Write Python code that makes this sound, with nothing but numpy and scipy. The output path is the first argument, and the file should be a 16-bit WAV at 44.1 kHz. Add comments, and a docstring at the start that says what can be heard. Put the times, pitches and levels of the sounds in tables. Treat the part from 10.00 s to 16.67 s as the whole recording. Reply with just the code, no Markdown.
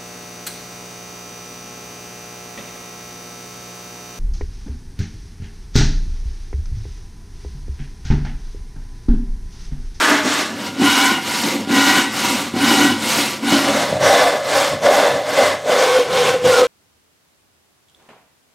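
"""A handsaw cuts wood in a small workshop: four cuts, each fading into the next, first on a board
held on a low sawbench, then on one clamped upright in a vise. Most pushes bite harder than the pulls.
One uneven stream of tooth forces hisses as filtered noise at the kerf and rings resonances of blade,
board and bench. Snags knock on the board, a binding blade squeals in sliding tones, and
feedback delays add the room."""
import sys
import numpy as np
from scipy import signal
from scipy.io import wavfile
from scipy.ndimage import uniform_filter1d, minimum_filter1d

SR = 44100
rng = np.random.default_rng(int(sys.argv[2]) if len(sys.argv) > 2 else 0)


def master(y):
    """Save y as 16-bit WAV."""
    cut = np.clip(np.atleast_2d(y).T, -1, 1)
    pcm = np.round(cut * 32767)  # scale
    wavfile.write(sys.argv[1], SR, pcm.astype(np.int16))


N = 294147


def from_db(db):
    """Decibels to gain."""
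    return np.exp(np.asarray(db) * (np.log(10) / 20))


def rms_one(x):
    """Scale to rms 1."""
    return x / np.sqrt(np.mean(x ** 2) + 1e-20)


def in_time(rows):
    """Each column of a curve at every sample."""
    s, *columns = np.transpose(rows)
    return [np.interp(np.arange(N) / SR, s, column) for column in columns]


def butter(x, hz, kind, order=2):
    """Causal Butterworth filter."""
    sos = signal.butter(order, np.clip(hz, 10, .45 * SR), kind, fs=SR, output="sos")
    return signal.sosfilt(sos, x)


def drift(hz):
    """Slow chance with spread 1: low-passed noise drawn at every 16th sample."""
    noise = rng.standard_normal((N + SR) // 16 + 2)
    slow = butter(noise, hz * 16, "low")[SR // 16:]     # the filter's start is dropped
    return np.interp(np.arange(N) / 16, np.arange(len(slow)), rms_one(slow))


def effort(start, attack, hold, release):
    """Effort of the arm through one stroke, 0-1: it speeds up, holds and slows down."""
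    curve, rounding_s = 1.21, .025      # bend of the ramps; the arm rounds their corners
    corners = start + np.cumsum([0, attack, hold, release])
    ramps = np.interp(np.arange(N) / SR, corners, [0, 1, 1, 0])
    return np.clip(uniform_filter1d(ramps ** curve, size=int(rounding_s * SR)), 0, 1)


def swell(middle, length):
    """A smooth rise and fall, 0-1."""
    return np.cos(np.pi * np.clip((np.arange(N) / SR - middle) / length, -.5, .5))


def arm():
    """Levels in dB of rasp, bite, thrust and shudder, and the share of the effort that is a pull."""
    # push strokes: (start [s], attack [s], hold [s], release [s], rasp of the teeth [dB],
    # bite that rings the blade [dB], thrust on the board [dB], shudder of the bench [dB])
    pushes = [(-0.104, 0.072, 0.085, 0.25, -21.5, -11.5, -20, -55),
              (0.765, 0.099, 0.19, 0.18, -22.0, -13.5, -20.5, -40.5),
              (1.66, 0.1, 0.22, 0.14, -22.0, -14, -19, -36.0),
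              (2.521, 0.14, 0.16, 0.2, -21.5, -15.0, -13.5, -29),
              (3.407, 0.1, 0.087, 0.271, -24.0, -17.0, -16, -35),
              (3.975, 0.079, 0.13, 0.27, -23.5, -14.5, -13, -40),
              (4.805, 0.06, 0.148, 0.246, -25.5, -15.5, -12, -50),
              (5.636, 0.09, 0.23, 0.165, -27.0, -18, -14.5, -45.5),
              (6.4, 0.083, 0.12, 0.081, -24.5, -18, -11, -43)]
    # pull strokes: (start [s], attack [s], hold [s], release [s], rasp [dB], bite [dB],
    # thrust [dB], shudder [dB])
    pulls = [(0.21, 0.064, 0.078, 0.21, -24.0, -20.5, -25, -47),
             (0.467, 0.2, 0.0033, 0.052, -33.5, -27.5, -28, -38),
             (1.167, 0.15, 0.15, 0.2, -25.5, -24.0, -30.5, -37),
             (2.057, 0.14, 0.135, 0.22, -24.5, -22, -26.5, -36),
             (2.941, 0.16, 0.091, 0.23, -21.5, -22, -23.5, -34.5),
             (3.629, 0.13, 0.068, 0.19, -27.0, -20, -18.5, -32),
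             (4.375, 0.204, 0.023, 0.199, -23, -16, -16, -35.5),
             (5.187, 0.2, 0.074, 0.14, -26.0, -17.0, -16, -37.0),
             (6.066, 0.089, 0.125, 0.123, -26.0, -16.5, -13.0, -30)]
    # the saw judders in the cut and shakes the board harder: (middle [s], length [s], level [dB])
    judders = [(0.13, 0.088, -18.0), (0.266, 0.056, -17), (0.828, 0.15, -14.5), (1.46, 0.091, -18.5),
               (1.57, 0.15, -20.5), (1.757, 0.19, -14), (1.984, 0.05, -17.0), (2.332, 0.084, -19.0),
               (3.17, 0.1, -20), (3.953, 0.114, -21), (4.044, 0.033, -15), (4.895, 0.057, -6.0),
               (5.404, 0.082, -10.5), (5.986, 0.097, -11.0), (6.35, 0.038, -12.0), (6.459, 0.045, -8.5),
               (6.626, 0.038, -3.5)]
    # the bench rocks with a low thud: (middle [s], level [dB])
    thuds = [(0.85, -28), (1.76, -29), (3.93, -23.0), (4.03, -25), (4.74, -26.0), (4.84, -31),
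             (5.14, -29.5), (6.46, -23)]
    thud_s = .11
    # rasp, bite, thrust, shudder: (power of the effort, level left while the saw turns round [dB])
    laws = [(1.03, -42.6), (0.97, -37), (.65, -31), (0.36, -42.5)]
    # the hand presses unevenly: spread of rasp, bite, thrust and shudder; its rate
    uneven_db, uneven_hz = (.5, 1.1, 1.6, 1.0), 16

    strokes = pushes + pulls
    efforts = [effort(*row[:4]) for row in strokes]
    powers = []
    for k, (follows, turn_db) in enumerate(laws):
        power = from_db(turn_db) ** 2
        for row, e in zip(strokes, efforts):
            power = power + (from_db(row[4 + k]) * e ** follows) ** 2
        powers.append(power)
    powers[2] += sum((from_db(db) * swell(s, length)) ** 2 for s, length, db in judders)
    powers[3] += sum((from_db(db) * swell(s, thud_s)) ** 2 for s, db in thuds)
    pulling = sum(efforts[len(pushes):]) / (sum(efforts) + 1e-6)
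    levels_db = 10 * np.log10(powers) + np.outer(uneven_db, drift(uneven_hz))
    return levels_db, np.clip(pulling, 0, 1)


def teeth(speed, top_hz, jitter, pulse_db, grain_db, grain_hz):
    """Force on the fibres: it jumps as each tooth breaks through, unevenly, and varies with the grain."""
    tooth_hz = top_hz * speed * np.exp(jitter * drift(top_hz / 2))
    passed = np.cumsum(tooth_hz) / SR       # teeth gone by so far
    return rms_one(from_db(-pulse_db * (passed % 1) + grain_db * drift(grain_hz)))


def rasp(force, speed, top_tilt_db, dull_db, flicker_db):
    """Fibres snap in the kerf: bands of noise that flicker; a slow blade gives less treble."""
    # hiss of tearing fibres: (frequency [Hz], level per Hz [dB])
    spectrum = [(400, -6), (700, -1.5), (1200, -2), (2500, 0.5), (4000, 1), (5000, -0.4), (6000, -2),
                (7500, -3.5), (9500, -9), (12500, -12.5), (15500, -22)]
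    points = np.array(spectrum)
    edges, out = np.geomspace(300, 17000, num=19), 0
    white = rng.standard_normal((2, N))     # neighbouring bands take different noises
    for k, (low, high) in enumerate(zip(edges, edges[1:])):
        hz = np.sqrt(low * high)
        level_db = np.interp(np.log(hz), np.log(points[:, 0]), points[:, 1])
        tilt_db = top_tilt_db * max(np.log2(hz / 7000), 0)
        slow_db = dull_db * (1 - speed) * np.log2(max(hz, 3000) / 5000)
        gain = from_db(level_db + tilt_db - slow_db + flicker_db * drift(25))
        out = out + gain * butter(white[k % 2], [low, high], "band", order=3)
    # the level refers to the bright part
    return force * out / np.std(butter(out, 3840, "high", order=4))


def resonate(x, hz, width):
    """One two-pole resonance with gain 1 on top; a narrow one rings longer."""
    r = np.exp(-np.pi * width / SR)
    slope = (x - np.concatenate([[0, 0], x[:-2]])) * (1 - r * r) / 2
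    return signal.lfilter([1], [1, -2 * r * np.cos(2 * np.pi * hz / SR), r * r], slope + 1e-18)


def body(force, modes):
    """Tearing fibres kick each mode with a strength of their own; a steady force of 1 gives rms 1."""
    working = np.flatnonzero(force)
    span = slice(working[0], working[-1] + SR // 5)     # the ring outlasts the force
    push, out = force[span], np.zeros(N)
    for hz, width, db in modes:
        kicks = push * rng.standard_normal(len(push))
        out[span] += from_db(db) * resonate(kicks, hz, width)
    return out / np.sqrt(sum(from_db(db) ** 2 * np.pi * width / SR for hz, width, db in modes))


def steady(x, share):
    """Even out the beating of a ring: the teeth keep feeding it as fast as it dies."""
    power = uniform_filter1d(x ** 2, size=330) + 1e-9
    return rms_one(x / power ** (np.clip(share, 0, 1) / 2))


def flex(x, sway_s, rate_hz):
    """The saw flexes and shifts in the kerf: a drifting delay makes a body's pitches wander together."""
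    at = np.arange(N)
    return np.interp(at + sway_s * SR * drift(rate_hz), at, x)


def squeals(force):
    """The blade binds in the kerf and chatters at one rough, sliding pitch."""
    # (start [s], end [s], start pitch [Hz], end pitch [Hz], wander of pitch [Hz], level [dB])
    bindings = [(1.033, 1.15, 1043, 994, 33, -21), (4.01, 4.14, 5820, 5870, 280, -28),
                (4.098, 4.158, 798, 786, 14, -14.5), (4.214, 4.306, 747, 680.5, 18, -18),
                (4.919, 4.98, 763, 793, 18, -16.5), (5.382, 5.464, 800, 781, 15.6, -21.5),
                (5.88, 5.96, 1105, 1110, 14, -26), (6.518, 6.575, 1437, 1410, 40, -18),
                (6.56, 6.653, 1295, 1290, 23, -22)]
    out = np.zeros(N)
    for start, end, start_hz, end_hz, wander_hz, db in bindings:
        span = np.arange(round(start * SR), min(round(end * SR), N))
        part = np.linspace(0, 1, len(span))
        hz = start_hz + (end_hz - start_hz) * part + wander_hz * drift(wander_hz * 2)[span]
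        arch = np.sqrt(8 * part * (1 - part))
        out[span] += from_db(db) * arch * np.sin(2 * np.pi * np.cumsum(hz) / SR)
    return out * force


def snags(held, modes, damping_hz):
    """A caught tooth lets go: one knock on the board, damped by the hand that holds it."""
    # the teeth snag and jolt the board: (time [s], level [dB])
    jolts = [(0.798, -7), (0.817, 1.5), (1.117, -3.5), (1.674, -9.5), (1.704, -5.5), (2.539, -7.5),
             (2.565, -3.5), (2.599, -26), (3.524, 1), (3.927, -3), (4.734, -11), (4.869, -2), (4.893, -14),
             (5.667, -18), (5.697, -5), (6.444, -8), (6.502, -18)]
    t, out = np.arange(SR // 10) / SR, np.zeros(N + SR)
    knock = 0
    for hz, width, db in modes:
        decay = np.exp(-np.pi * (width + damping_hz) * t)
        knock = knock + from_db(db) * decay * np.sin(2 * np.pi * hz * t)
    knock = knock / np.abs(knock).max()
    for s, db in jolts:
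        at = round(s * SR)
        out[at:at + len(t)] += held[at] * from_db(db) * knock
    return out[:N]


def cut_shares():
    """Gain of each of the four cuts; their powers add up to 1."""
    # one cut fades into the next: (start [s], end [s])
    fades = [(0.38, 0.67), (3.52, 3.93), (5.6, 5.86)]
    done = [np.ones(N)]
    done += [in_time([(start, 0), (end, 1)])[0] for start, end in fades]
    done += [np.zeros(N)]
    return [np.sqrt(np.clip(a - b, 0, 1)) for a, b in zip(done, done[1:])]


def workshop(x):
    """Ten feedback delays between the walls, duller on every round."""
    t60_s, wall_hz = 0.4, 6800      # decay time of the lows; low-pass of the walls
    out, dull = np.zeros(N), np.exp(-2 * np.pi * wall_hz / SR)
    lags = (rng.uniform(.007, .035, size=10) * SR).astype(int)
    for k, lag in enumerate(lags):
        loop, gain, state = x.copy(), from_db(-60 * lag / SR / t60_s), [0.]
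        for i in range(lag, N, lag):
            sent = loop[i - lag:i]
            back, state = signal.lfilter([gain * (1 - dull)], [1, -dull], sent, zi=state)
            loop[i:i + lag] += back[:N - i]
        out += (loop - x) * (-1) ** k
    return rms_one(out) * np.std(x)


def scene():
    """One stream of tooth forces drives kerf, blade, board and bench, heard alike in both channels."""
    # resonances of the board, and of the blade in its kerf, for each way the work is held,
    # all with the columns (frequency [Hz], width [Hz], level [dB])
    # first cut, on the sawbench: (frequency [Hz], width [Hz], level [dB])
    bench_start_board = [(271, 48, 2.5), (344, 240, -8.5), (622, 12, 2.5)]
    bench_start_blade = [(838, 9, -7.5), (875, 240, -8), (1115, 10, 0), (1217, 12, 0), (1480, 9.2, -15),
                         (1480, 250, -5.5), (1715, 55, -4), (1890, 13, -8), (1980, 14, -6),
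                         (2040, 220, -11.5), (2980, 430, -19), (3340, 12, -9)]
    # second cut, on the sawbench, pushing and pulling: (frequency [Hz], width [Hz], level [dB])
    bench_push_board = [(235.2, 19, -5), (275.3, 10.7, 0.5), (336, 7.5, -7), (414, 19, -23), (540, 13, -18),
                        (751, 11.4, -13)]
    bench_push_blade = [(783.8, 18, 1.5), (880, 11, -8), (955, 24, -4.5), (1009, 31, -0.5),
                        (1100, 7.7, -11), (1179, 11.7, -8), (1438, 68, -1), (1516, 12, 0.5), (1924, 7.9, 1),
                        (2040, 29, -8), (2233, 105, -7.5), (2550, 9, -11), (2620, 21, -20), (2923, 72, -3),
                        (3300, 15, -20), (3600, 190, -19), (3817, 30, -8.5)]
    bench_pull_board = [(227.3, 19.4, 0.5), (273, 12.6, -2.5), (339.4, 19, -8), (534, 29, -10.5)]
    bench_pull_blade = [(757, 48, 2.5), (954, 32, 7), (1171, 17, 3.5), (1414, 106, -0.5), (1984, 46, -2),
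                        (2160, 96, -1.5), (2860, 250, -5), (3450, 350, -19)]
    # third and fourth cut, in the vise: (frequency [Hz], width [Hz], level [dB])
    vise_first_board = [(268, 55, -19.5), (423.6, 12, -15), (497, 17.5, -10), (556.5, 18.3, -1.3),
                        (608.3, 17.4, -2), (698, 25, -9.5)]
    vise_first_blade = [(790, 47, 1), (906, 13, -4.5), (993, 14, 0), (1107, 107, -3), (1250, 25, -6),
                        (1498, 190, -7), (1724, 63, -4.5), (2050, 73, -3.5), (2160, 18, -11),
                        (3000, 110, -23), (3140, 19, -14), (3510, 160, -12)]
    vise_second_board = [(253, 16, -25), (415, 21, -11.5), (502, 12, 9)]
    vise_second_blade = [(772, 38, 4.5), (1054, 92, 0.5), (1268, 10.8, -8), (1330, 60, -6), (1483, 16, 2.5),
                         (1550, 9.8, 1), (1770, 88, -9), (1984, 12.8, -3), (2160, 11.07, -2),
                         (2310, 160, -8.5), (2860, 18, -4), (3100, 248, -19), (3180, 28, -4),
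                         (3510, 130, -9)]
    # resonances of the bench: (frequency [Hz], width [Hz], level [dB])
    bench_modes = [(82, 13, -7), (100.6, 9.5, -5), (142, 25, 1), (167, 45, -10.5)]

    (rasp_db, bite_db, thrust_db, shudder_db), pulling = arm()
    speed = from_db((rasp_db - rasp_db.max()) / 2)      # the hiss grows with the square of blade speed
    force = teeth(speed, top_hz=478.3, jitter=.35, pulse_db=5.0, grain_db=0.6, grain_hz=160)
    start, deep, first, second = cut_shares()
    # (gain, board modes, blade modes, steadiness 0-1, tilt of the top treble [dB per octave])
    holds = [(start, bench_start_board, bench_start_blade, .3, -5),
             (deep * np.sqrt(1 - pulling), bench_push_board, bench_push_blade, .3, 1),
             (deep * np.sqrt(pulling), bench_pull_board, bench_pull_blade, .3, 2),
             (first, vise_first_board, vise_first_blade, .3, -1.2),
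             (second, vise_second_board, vise_second_blade, .65, -2.2)]
    blade = board = knocks = top_tilt_db = 0
    for share, board_modes, blade_modes, steadiness, tilt_db in holds:
        blade = blade + body(share * force * from_db(bite_db - 2.0), blade_modes)
        board_ring = steady(body(force, board_modes), steadiness)
        board = board + share * from_db(thrust_db - 1.4) * board_ring
        knocks = knocks + snags(share, board_modes, damping_hz=25)
        top_tilt_db = top_tilt_db + share ** 2 * tilt_db

    rubbing = rms_one(force + 0.31)     # the blade's sides rub on evenly between the teeth
    kerf = rasp(rubbing * from_db(rasp_db - 0.49), speed, top_tilt_db, dull_db=2.0, flicker_db=1.78)
    blade = flex(butter(blade, 646, "high", order=3), sway_s=.00018, rate_hz=8.2)
    saw = kerf + blade + squeals(force)

    board = flex(board, sway_s=0.00028, rate_hz=8.8)
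    bench = steady(body(force, bench_modes), 0.81) * from_db(shudder_db - 3.5)
    bench = butter(bench, 85, "high", order=4)
    wood = butter(board + from_db(-3.0) * knocks, 185, "high", order=3) + bench

    # the walls send back mostly the bright part of the sound
    bright = butter(saw, 3600, "high", order=1)
    to_walls = saw + from_db(-2.5) * wood + from_db(4.5) * bright
    heard = saw + wood + from_db(-11.5) * workshop(to_walls)
    return np.array([heard, heard])


def record(dry, ceiling=0.85, release_db_per_s=150):
    """A fast limiter holds the peaks down; a steep low-pass cuts the top."""
    cutoff_hz = 15750
    over_db = 20 * np.log10(np.maximum(np.abs(dry).max(axis=0) / ceiling, 1))
    fall_db = release_db_per_s * np.arange(N) / SR
    held_db = np.maximum.accumulate(over_db + fall_db) - fall_db
    # the gain drops just ahead of a peak, without a step
    gain = uniform_filter1d(minimum_filter1d(from_db(-held_db), size=45), size=45)
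    low_pass = signal.ellip(12, .1, 90, cutoff_hz, fs=SR, output="sos")
    return signal.sosfilt(low_pass, dry * gain)


dry = scene()
out = record(dry)
master(out)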